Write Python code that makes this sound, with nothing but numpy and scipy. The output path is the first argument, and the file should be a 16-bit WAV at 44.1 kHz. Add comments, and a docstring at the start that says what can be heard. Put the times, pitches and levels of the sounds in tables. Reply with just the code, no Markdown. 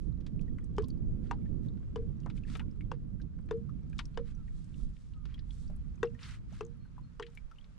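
"""Small boat on open water

Close by, left of the microphone, wavelets knock the hollow hull: gliding air-pocket tones, hull modes and spray noise.
Spray and tackle tick as noise bursts, drops ring as gliding sines, and sleeves and line swish as swelling noise.
Faint near-sine whistles come from afar; low noise is wind on the two microphone ports.
Smooth hiss from the ripples fills the distance."""
import sys
import numpy as np
from scipy import signal
from scipy.fft import rfft, irfft, next_fast_len
from scipy.io import wavfile
from scipy.ndimage import uniform_filter1d

SR = 44100
rng = np.random.default_rng(int(sys.argv[2]) if len(sys.argv) > 2 else 0)


def master(y):
    """Save y as 16-bit WAV."""
    cut = np.clip(np.atleast_2d(y).T, -1, 1)
    pcm = np.round(cut * 32767)  # scale
    wavfile.write(sys.argv[1], SR, pcm.astype(np.int16))


N = 343098
FFT_SIZE = next_fast_len(N)
BIN_HZ = np.maximum(np.fft.rfftfreq(FFT_SIZE, 1 / SR), 1)

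# Balances are left minus right. Spectra are relative densities: [f/Hz, level/dB per Hz].
# Wavelets on the hull, before filtering and panning: [t/s, slap level/dB, air pocket f/Hz, its relative rise/(1/s),
# pocket level/dB, pocket life to 1/e /s, upper deep mode level/dB, factor on the life of the deep modes]
HULL_KNOCKS = [(.782, -24, 403, 3.17, -28, .031, -44, .6), (1.311, -24, 425, .5, -49, .02, -59, .6),
               (1.959, -30, 433, .46, -40, .065, -40, .95), (2.916, -29, 487, 1.88, -42, .019, -45, .41),
               (3.51, -28, 429, 1.12, -33, .073, -37, .91), (4.174, -27, 473, 3.99, -40, .031, -37, .61),
               (6.03, -20, 413, -1.16, -29, .015, -28, .56), (6.608, -28, 411, 4.0, -36, .026, -47, 1.04),
               (7.197, -28, 435, -1.53, -41, .031, -47, 1.05)]
# Deep hull modes, lower then upper: [f/Hz, life to 1/e before each knock's factor /s]
DEEP_HULL_MODES = [(350, .05), (468, .07)]
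# Dry part of the hull ringing on: [f/Hz, level relative to the upper deep mode/dB, t60/s]
DRY_HULL_RING = (468, -23, .45)
# Short hull modes rung by the slap, before scatter: [f/Hz, level relative to the slap/dB, t60/s]
SHORT_HULL_MODES = [(941, -3.5, 0.019), (1129, -6.5, 0.017), (1443, -13, 0.017), (1786, -19.5, 0.028),
                    (2250, -22, 0.011), (2840, -18.5, 0.03), (3425, -22, 0.018), (4740, -30, 0.015)]
# Spray thrown by a knock: [f/Hz, level/dB per Hz]
SPRAY_SPECTRUM = [(600, -2), (1000, 3.5), (2500, -10), (5000, -6), (9000, -24.5), (13000, -77)]
LOWER_MODE_DB = -14.5   # lower deep mode relative to the pocket
HULL_LAG_S = .00045   # the hull answers just after the pocket
SLAP_DETUNE = .05   # relative spread of the short modes above the first, by where the wavelet lands
SPRAY_DB, SPRAY_SPLIT_HZ = -16.5, 3050   # level relative to the slap
SPRAY_LOW_T60_S, SPRAY_HIGH_T60_S = 0.079, 0.039   # fine spray above the split dies sooner
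DEEP_BALANCE_DB, SLAP_BALANCE_DB = 3.5, 6

# Ticks of spray and tackle: [t/s, nominal peak level/dB, centre f/Hz, band reach each way/octaves]
SPRAY_TICKS = [(0.206, -62.5, 1500, 1.65), (0.264, -50, 1750, 1.56), (0.411, -62.5, 4180, 0.83),
               (.583, -51, 1470, 0.62), (.641, -64.5, 6800, 0.44), (.764, -62, 4930, 0.59),
               (.821, -58, 3120, 1.1), (.84, -54, 3920, 0.37), (0.883, -57.5, 5860, 1.2),
               (1.312, -38.5, 883, 0.17), (1.684, -59.5, 3820, 0.13), (1.772, -65.5, 1410, 1.3),
               (1.827, -63.5, 1134, 0.79), (2.201, -64.5, 5170, 0.53), (2.26, -41, 670, 1.01),
               (2.299, -48, 1700, 1.15), (2.375, -55, 2680, 0.4), (2.447, -58, 1820, 0.16),
               (2.48, -55.5, 2030, 0.21), (2.499, -53.5, 2260, 1.05), (2.552, -40, 1090, 1.52),
               (2.569, -56, 6000, 0.76), (2.594, -40.5, 1940, 0.71), (3.215, -61, 4160, 0.48),
               (3.387, -60, 890, 0.97), (3.487, -55.5, 900, 1.63), (3.897, -67, 6200, 0.54),
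               (3.982, -50.5, 4900, 0.59), (3.99, -31.5, 2040, 0.98), (4.143, -64.5, 3190, .5),
               (4.477, -61.5, 2000, 0.31), (4.642, -66, 6600, .43), (4.741, -60.5, 3080, 0.27),
               (4.965, -62.5, 2530, 0.57), (5.135, -63, 3370, 0.34), (5.254, -52, 2060, 1.18),
               (5.378, -60, 2460, 0.43), (5.391, -54, 4040, 0.32), (5.676, -62, 5100, 0.18),
               (5.722, -58, 555, 0.35), (5.761, -65.5, 10300, 0.46), (6.19, -54.5, 2380, .34),
               (6.23, -44.5, 4120, .34), (6.524, -63, 6160, 0.15), (7.224, -38, 2230, 0.52),
               (7.265, -51.5, 2400, 0.82), (7.35, -63.5, 6400, 0.71), (7.3, -72, 4000, 1.1),
               (7.512, -62.5, 3000, 0.97), (7.642, -59.5, 2960, 0.6)]
TICK_T60_S, TICK_T60_SLOPE = 0.057, -0.29   # t60 at 2 kHz, exponent over frequency
CRACK_DB, CRACK_T60_S = -14.5, .025   # wide, bright opening of every tick
SPLASH_BALANCE_DB, SPLASH_SCATTER_DB = 6.5, 2.0   # ticks and drops fall along the left side
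FINE_TICKS_PER_S, FINE_TICKS_DB = 50, -77   # mean rate, smallest size before the tilt
FINE_TICK_TILT_DB = -0.5   # per octave

# Drops and their ringing bubbles: [t/s, nominal peak level/dB, f/Hz, relative rise/(1/s)]
WATER_DROPS = [(.394, -68, 2550, .5), (.42, -64, 4400, .5), (.48, -67, 1880, .5), (.69, -68, 1200, .5),
               (.833, -57, 1040, .85), (.903, -55.5, 4510, .5), (1.454, -58, 1800, 0.38),
               (2.234, -64, 2880, 0.46), (2.435, -55, 2610, .5), (2.558, -49.5, 1300, 0.95),
               (2.598, -47.5, 820, 7.6), (2.612, -53, 1410, 1), (2.712, -68, 5250, .5),
               (2.809, -52, 2200, .6), (3.199, -56, 1580, .57), (3.692, -58, 1215, .65),
               (3.93, -61.5, 2450, .55), (3.93, -58, 1624, .5), (4.007, -56.5, 940, .5),
               (4.055, -49, 5500, .62), (4.35, -67, 5900, .5), (5.252, -60, 402, 0.4),
               (5.342, -46.5, 3240, .43), (5.391, -61.5, 1770, .5), (5.507, -51, 3350, 0.81),
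               (5.698, -51, 597, .5), (5.956, -67, 6370, 0.56), (5.975, -70, 2480, .5),
               (6.055, -63, 5330, .44), (6.072, -58, 2730, .55), (6.145, -68, 5800, .5),
               (6.149, -59, 1840, .5), (6.516, -59, 388, 65), (6.651, -60, 6700, .5),
               (6.666, -65, 6200, .43), (6.848, -62.5, 1520, .5), (6.98, -54.5, 987, 0.47),
               (7.374, -47, 2270, .41), (7.514, -54, 1340, .5), (7.558, -65, 2650, .5),
               (7.584, -56.5, 2900, 8.0), (7.612, -64, 3300, .5)]
DROP_T60_S, DROP_T60_SLOPE = 0.046, -0.66   # t60 at 2 kHz, exponent: small bubbles die sooner
DROP_SPLASH_DB = -12   # impact of a drop, under its ring

# Strokes of cloth and line: [start t/s, end t/s, swish level at the crest/dB, thin hiss level at the crest/dB]
CLOTH_STROKES = [(-.06, 0.13, -102, -81), (1.194, 1.34, -72.5, -81), (1.607, 1.7, -77.5, -82),
                 (2.338, 2.406, -68.5, -72), (2.44, 2.62, -61, -65), (3.865, 4.127, -78.5, -80),
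                 (4.229, 4.348, -66.5, -76), (4.183, 5.35, -84.5, -80.5), (4.407, 4.76, -94, -83),
                 (4.73, 4.888, -94, -75), (4.894, 5.174, -92, -82.5), (5.208, 5.417, -70.5, -98),
                 (5.406, 5.775, -84, -71.5), (6.157, 6.413, -54.5, -64.5), (6.463, 6.652, -65, -73),
                 (7.197, 7.46, -79, -84)]
# Body of the swish: [f/Hz, level/dB per Hz]
CLOTH_BODY_SPECTRUM = [(500, -36), (900, -9), (1300, 1), (2200, -2), (4500, -7.5), (8500, -22.5),
                       (13000, -38)]
# Thin hiss of the swish: [f/Hz, level/dB per Hz]
CLOTH_HISS_SPECTRUM = [(2000, -11), (3500, 5), (6000, 3.5), (8500, 4), (10500, -5), (12500, -16),
                       (15000, -40)]
# Left-right correlation of the swish: [f/Hz, correlation from -1 to 1]
CLOTH_LIKENESS = [(60, -0.06), (180, -0.23), (520, 0.26), (1530, 0.85), (4520, 0.47), (13300, -0.48)]

# Whistles from afar: [start t/s, length/s, start f/Hz, end f/Hz, level before flutter/dB]
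FAR_WHISTLES = [(4.374, 0.074, 1400, 1237, -78), (5.13, .12, 1300, 1194, -79), (6.785, .1, 4260, 4215, -85),
                (7.023, 0.081, 4240, 4215, -84)]
WHISTLE_FADE_S = 0.017

# Wind on the ports: [t/s, rumble level/dB, balance before port weights/dB, deep buffeting level/dB]
PORT_WIND = [(0.0, -46, -8.5, -46.5), (0.11, -45, -11, -42.5), (0.35, -43.5, -11.5, -38),
             (0.65, -43.5, -8, -44.5), (1.08, -42, -10.5, -39.5), (3.88, -48, -11, -46.5),
             (4.53, -50.5, -8.5, -40.5), (4.72, -49, -5, -52), (4.85, -45.5, -12, -34.5),
             (4.96, -53.5, -1.5, -50.5), (5.31, -52.5, -7, -47.5), (5.81, -47.5, -6, -41.5),
             (6.2, -52, -10, -53.5), (6.35, -50, -5.5, -42), (6.39, -50.5, -10, -49),
             (7.37, -57.5, -3, -59), (7.45, -61, 2.5, -53), (7.78, -58, -6.5, -57.5)]
# Rumble at the left port: [f/Hz, level/dB per Hz]
LEFT_PORT_SPECTRUM = [(60, -11), (90, 2.5), (150, -5.5), (230, -13.5), (330, -22.5), (500, -35), (800, -49),
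                      (1200, -71.5)]
# Rumble at the right port: [f/Hz, level/dB per Hz]
RIGHT_PORT_SPECTRUM = [(60, 3), (90, -1.5), (150, 2.5), (230, -6.5), (330, -21), (500, -34.5), (800, -53),
                       (1200, -56)]
# Deep buffeting at either port: [f/Hz, level/dB per Hz]
BUFFET_SPECTRUM = [(15, 2.5), (25, 0), (45, 1.5), (65, -3), (100, -22)]
LEFT_WEIGHT, RIGHT_WEIGHT = 0.33, -1.546   # how far half the balance moves each port
CALM_DB = -44.5   # port level at which the rumble has its plain colour
GUST_BRIGHTENS = 0.77   # extra dB in the upper rumble for each dB of wind
BUFFET_BALANCE_DB = -6   # before port weights
BUFFET_SWING_DB, BUFFETS_PER_S = 1, 2.27   # spread and rate of the wander

# Ripples around the boat: [t/s, level/dB]
RIPPLE_LEVELS = [(0, -75.5), (2.4, -73.5), (3.2, -77), (4.1, -73), (5.1, -75), (6.1, -71.5), (6.8, -74),
                 (7.78, -72)]
# Far hiss of the water: [f/Hz, level/dB per Hz]
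WATER_SPECTRUM = [(400, 3), (800, -6.5), (1250, -2), (1800, -8.5), (3500, -14), (7000, -19.5), (10000, -27),
                  (12500, -38.5), (16000, -39.5)]
CUTOFF_HZ = 15500   # the recorder's stop band starts here


def hull_knocks():
    """A trapped air pocket beats with the deep hull modes; the wavelet's front rings short modes and throws spray."""
    return hull_deep() * panned(DEEP_BALANCE_DB) + (hull_slap() + hull_spray()) * panned(SLAP_BALANCE_DB)


def hull_deep():
    """Pocket and deep hull modes are swallowed by the water while the dry part of the hull rings on."""
    deep = np.zeros(N)
    dry_hz, dry_db, dry_t60 = DRY_HULL_RING
    for s, _, pocket_hz, rise, pocket_db, life, upper_db, life_factor in HULL_KNOCKS:
        add(deep, s, from_db(pocket_db) * swallowed(pocket_hz, rise, life))
        modes_db = pocket_db + LOWER_MODE_DB, upper_db
        for (hz, mode_life), level_db in zip(DEEP_HULL_MODES, modes_db):
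            add(deep, s + HULL_LAG_S, from_db(level_db) * swallowed(hz, 0, mode_life * life_factor))
        add(deep, s + HULL_LAG_S, from_db(upper_db + dry_db) * blip(dry_hz, 0, dry_t60))
    return filtered(deep, 2, [280, 620], "band")   # the water loads the hull slowly


def hull_slap():
    """Each wavelet front excites the short hull modes with its own strengths and detuning."""
    slap = np.zeros(N)
    for k, (mode_hz, level_db, t60) in enumerate(SHORT_HULL_MODES):
        scatter = rng.standard_normal((len(HULL_KNOCKS), 2))
        for (s, slap_db, *_), (strength, shift) in zip(HULL_KNOCKS, scatter):
            gain = from_db(slap_db + level_db + 3 * strength) * (-1) ** k
            hz = mode_hz * (1 + SLAP_DETUNE * shift * min(k, 1))
            add(slap, s, gain * blip(hz, 0, t60))
    return filtered(slap, 2, [600, 6000], "band")   # a wet, soft contact


def hull_spray():
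    """Each knock throws noise whose low and high parts die at different rates."""
    rows = np.array(HULL_KNOCKS)
    blows, out = np.zeros(N), np.zeros(N)
    blows[np.round(rows[:, 0] * SR).astype(int)] = from_db(rows[:, 1] + SPRAY_DB)
    spray = coloured(SPRAY_SPECTRUM)
    for kind, t60 in (("low", SPRAY_LOW_T60_S), ("high", SPRAY_HIGH_T60_S)):
        fading = signal.lfilter([1], [1, -from_db(-60 / (t60 * SR))], blows + 1e-18)
        fading = uniform_filter1d(fading, size=121)   # spray builds over three milliseconds
        out += fading * filtered(spray, 2, SPRAY_SPLIT_HZ, kind)
    return out


def swallowed(hz, rise, life):
    """A gliding tone that holds, then is damped ever faster as the water closes over it."""
    t = np.arange(16384) / SR
    pitch = hz * (1 + rise * np.minimum(t, life))
    return np.sin(2 * np.pi * np.cumsum(pitch) / SR) * np.exp(-(t / life) ** 2)


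def ticks():
    """Spray and tackle tick as dying noise bursts, each in its own band and opened by a bright crack."""
    out, t = np.zeros((2, N)), np.arange(8192) / SR
    contact = np.minimum(t / .0015, 1)   # a wet contact takes a moment
    noises = rng.standard_normal((len(SPRAY_TICKS), len(t)))
    balances = splash_balances(len(SPRAY_TICKS))
    for (s, peak_db, hz, reach), noise, balance_db in zip(SPRAY_TICKS, noises, balances):
        t60 = TICK_T60_S * (hz / 2000) ** TICK_T60_SLOPE
        band = np.clip([hz / 2 ** reach, hz * 2 ** reach], 330, 11500)
        burst = noise * contact * from_db(-60 * t / t60)
        burst *= 1 + np.exp(-t / 0.002)   # the first contact is the hardest
        burst = filtered(burst, 3, band, "band")
        burst /= 2.5 * np.sqrt(np.mean(burst[:300] ** 2))   # its peaks come near 1
        crack = noise[::-1] * contact * from_db(CRACK_DB - 60 * t / CRACK_T60_S)
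        burst += filtered(crack, 4, [1800, 8500], "band")
        add(out, s, from_db(peak_db) * burst * panned(balance_db))
    return out


def drops():
    """Each drop splashes in a wide band and closes a bubble that swells within a cycle and rings out unevenly."""
    out, t = np.zeros((2, N)), np.arange(16384) / SR
    noises = rng.standard_normal((len(WATER_DROPS), len(t)))
    balances = splash_balances(len(WATER_DROPS))
    for (s, peak_db, hz, rise), noise, balance_db in zip(WATER_DROPS, noises, balances):
        t60 = DROP_T60_S * (hz / 2000) ** DROP_T60_SLOPE
        splash = rms_one(filtered(noise, 2, [hz / 1.5, min(hz * 1.5, 9000)], "band"))
        splash *= from_db(DROP_SPLASH_DB - 60 * t / 0.025)
        splash *= np.minimum(t / .0015, 1)   # a wet contact takes a moment
        uneven = 1 + 0.85 * rms_one(uniform_filter1d(noise, size=150))
        bubble = blip(hz, rise, t60) * np.minimum(t * hz / 0.86, 1) * uneven
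        add(out, s, from_db(peak_db) * (bubble + splash) * panned(balance_db))
    return out


def splash_balances(count):
    """Left minus right dB for each of a run of small splashes."""
    return SPLASH_BALANCE_DB + SPLASH_SCATTER_DB * rng.standard_normal(count)


def fine_ticks():
    """Tiny drops burst at random times and ring, falling 60 dB in 48 cycles."""
    sizes_db = FINE_TICKS_DB + 2.5 * np.minimum(rng.exponential(1, N), 4)
    sizes = from_db(sizes_db) * rng.choice([-1, 1], N)
    clicks = sizes * (rng.random(N) < FINE_TICKS_PER_S / SR)
    pitches = np.geomspace(900, 10000, 14)
    dealt = rng.integers(0, 14, N)   # which pitch each click rings
    out = np.zeros(N)
    for k, hz in enumerate(pitches):
        tilt_db = FINE_TICK_TILT_DB * np.log2(hz / pitches[7])
        out += from_db(tilt_db) * ring(clicks * (dealt == k), hz, 48 / hz)
    return out * panned(2.7)


def swish():
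    """Cloth and line rub near the microphone: grainy noise swells and fades, most alike left and right in mid range."""
    t, body, hiss = np.arange(N) / SR, 0, 0
    for start, end, body_db, hiss_db in CLOTH_STROKES:
        stroke = np.sin(np.pi * np.clip((t - start) / (end - start), 0, 1)) ** 2
        body = body + from_db(body_db) * stroke
        hiss = hiss + from_db(hiss_db) * stroke
    alike = at_hz(CLOTH_LIKENESS, BIN_HZ)
    grain = from_db(1.3 * drift(120))   # fibres catch and slip
    out = 0
    for spectrum, level in ((CLOTH_BODY_SPECTRUM, body), (CLOTH_HISS_SPECTRUM, hiss)):
        mid = coloured(spectrum, np.sqrt(1 + alike))
        side = coloured(spectrum, np.sqrt(1 - alike))
        rubbing = patchy(np.array([mid + side, mid - side]), patchy_db=1.8, rate=25)
        out = out + level * grain * rubbing
    return out


def whistles():
    """Thin near-sine notes from afar that sag a little, equal on both sides."""
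    out = np.zeros(N)
    for s, length, start_hz, end_hz, level_db in FAR_WHISTLES:
        t = np.arange(int(length * SR)) / SR
        fade = np.clip(np.minimum(t, length - t) / WHISTLE_FADE_S, 0, 1)
        phase = 2 * np.pi * np.cumsum(np.linspace(start_hz, end_hz, len(t))) / SR
        add(out, s, np.sqrt(2) * from_db(level_db) * fade * np.sin(phase))
    return out * from_db(3.5 * drift(31))   # the air between makes them flutter


def wind():
    """Turbulence at each microphone port is its own noise; gusts are louder and brighter."""
    level_db, balance_db, deep_db = in_time(PORT_WIND)
    out = []
    for weight, spectrum in ((LEFT_WEIGHT, LEFT_PORT_SPECTRUM), (RIGHT_WEIGHT, RIGHT_PORT_SPECTRUM)):
        port_db = level_db + weight * balance_db / 2
        rumble = coloured(spectrum)
        upper = filtered(rumble, 2, 260, "high")
        rumble = rumble + upper * (from_db(GUST_BRIGHTENS * (port_db - CALM_DB)) - 1)
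        lumps = from_db(1.97 * drift(8.5))
        swing = rms_one(from_db(BUFFET_SWING_DB * drift(BUFFETS_PER_S)))
        buffet_db = deep_db + weight * BUFFET_BALANCE_DB / 2
        buffet = coloured(BUFFET_SPECTRUM) * swing * from_db(buffet_db)
        out.append(lumps * (rumble * from_db(port_db) + buffet))
    return np.array(out)


def open_water():
    """Smooth far hiss of ripples: separate noise on each side, with a slight flicker in common."""
    hiss = np.array([coloured(WATER_SPECTRUM), coloured(WATER_SPECTRUM)])
    return from_db(in_time(RIPPLE_LEVELS)[0]) * patchy(hiss, patchy_db=.6, rate=8)


def blip(hz, rise, t60):
    """A dying sine whose pitch glides for the first half of its t60."""
    t = np.arange(16384) / SR
    pitch = hz * (1 + rise * np.minimum(t, t60 / 2))
    return np.sin(2 * np.pi * np.cumsum(pitch) / SR) * from_db(-60 * t / t60)


def ring(clicks, hz, t60):
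    """A unit click sets a sine of about height 1 ringing in a two-pole resonator."""
    r, w = from_db(-60 / (t60 * SR)), 2 * np.pi * hz / SR
    return signal.lfilter([0, np.sin(w)], [1, -2 * r * np.cos(w), r * r], clicks + 1e-18)


def coloured(spectrum, weight=1):
    """Noise with the given spectrum, silent outside it; rms 1 before the weight on its bins."""
    inside = (BIN_HZ > spectrum[0][0]) & (BIN_HZ < spectrum[-1][0])
    bins = rfft(rng.standard_normal(FFT_SIZE)) * from_db(at_hz(spectrum, BIN_HZ)) * inside
    unit = FFT_SIZE / np.sqrt(2 * np.sum(np.abs(bins) ** 2))
    return irfft(bins * weight, FFT_SIZE)[:N] * unit


def patchy(x, patchy_db, rate):
    """Overlapping octave bands of a noise flicker on their own; the sum has rms 1."""
    octave = np.log2(BIN_HZ / 700).clip(0, 4)
    spectrum = rfft(x, FFT_SIZE)
    out = 0
    for k in range(5):
        share = np.maximum(1 - np.abs(octave - k), 0)
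        band = irfft(spectrum * share, FFT_SIZE)[..., :N]
        out = out + band * from_db(patchy_db * drift(rate))
    return rms_one(out)


def drift(rate):
    """Slow random wander of rms 1: noise through a double pole at rate Hz, run at every 40th sample."""
    r = np.exp(-80 * np.pi * rate / SR)
    noise = rng.standard_normal(N // 40 + 2002)
    slow = signal.lfilter([1], [1, -2 * r, r * r], noise)[2000:]   # skip the run-in
    return np.interp(np.arange(N) / 40, np.arange(len(slow)), rms_one(slow))


def filtered(x, order, hz, kind):
    """Butterworth filter."""
    return signal.sosfilt(signal.butter(order, hz, kind, fs=SR, output="sos"), x)


def from_db(db):
    """Decibels to gain."""
    return 10 ** (np.asarray(db) / 20)


def rms_one(x):
    """Scale to unit rms."""
    return x / np.sqrt(np.mean(x ** 2) + 1e-20)


def panned(balance_db):
    """Left and right gains for a level difference."""
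    return np.array([[from_db(balance_db / 2)], [from_db(-balance_db / 2)]])


def in_time(rows):
    """Table columns as curves over all samples."""
    s, *columns = np.transpose(rows)
    return [np.interp(np.arange(N) / SR, s, c) for c in columns]


def at_hz(points, hz):
    """Read a spectrum on a log-frequency axis."""
    point_hz, values = np.transpose(points)
    return np.interp(np.log(hz), np.log(point_hz), values)


def add(out, s, sound):
    """Mix a short sound in at a time."""
    i = round(s * SR)
    out[..., i:i + sound.shape[-1]] += sound[..., :N - i]


def scene():
    """All sources on the boat and around it, left and right."""
    boat = hull_knocks() + ticks() + drops() + fine_ticks() + swish()
    return boat + whistles() + wind() + open_water()


def record(dry):
    """The top is cut steeply, to at least 70 dB down in the stop band."""
    return signal.sosfilt(signal.cheby2(12, 70, CUTOFF_HZ, fs=SR, output="sos"), dry)


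dry = scene()
out = record(dry)
master(out)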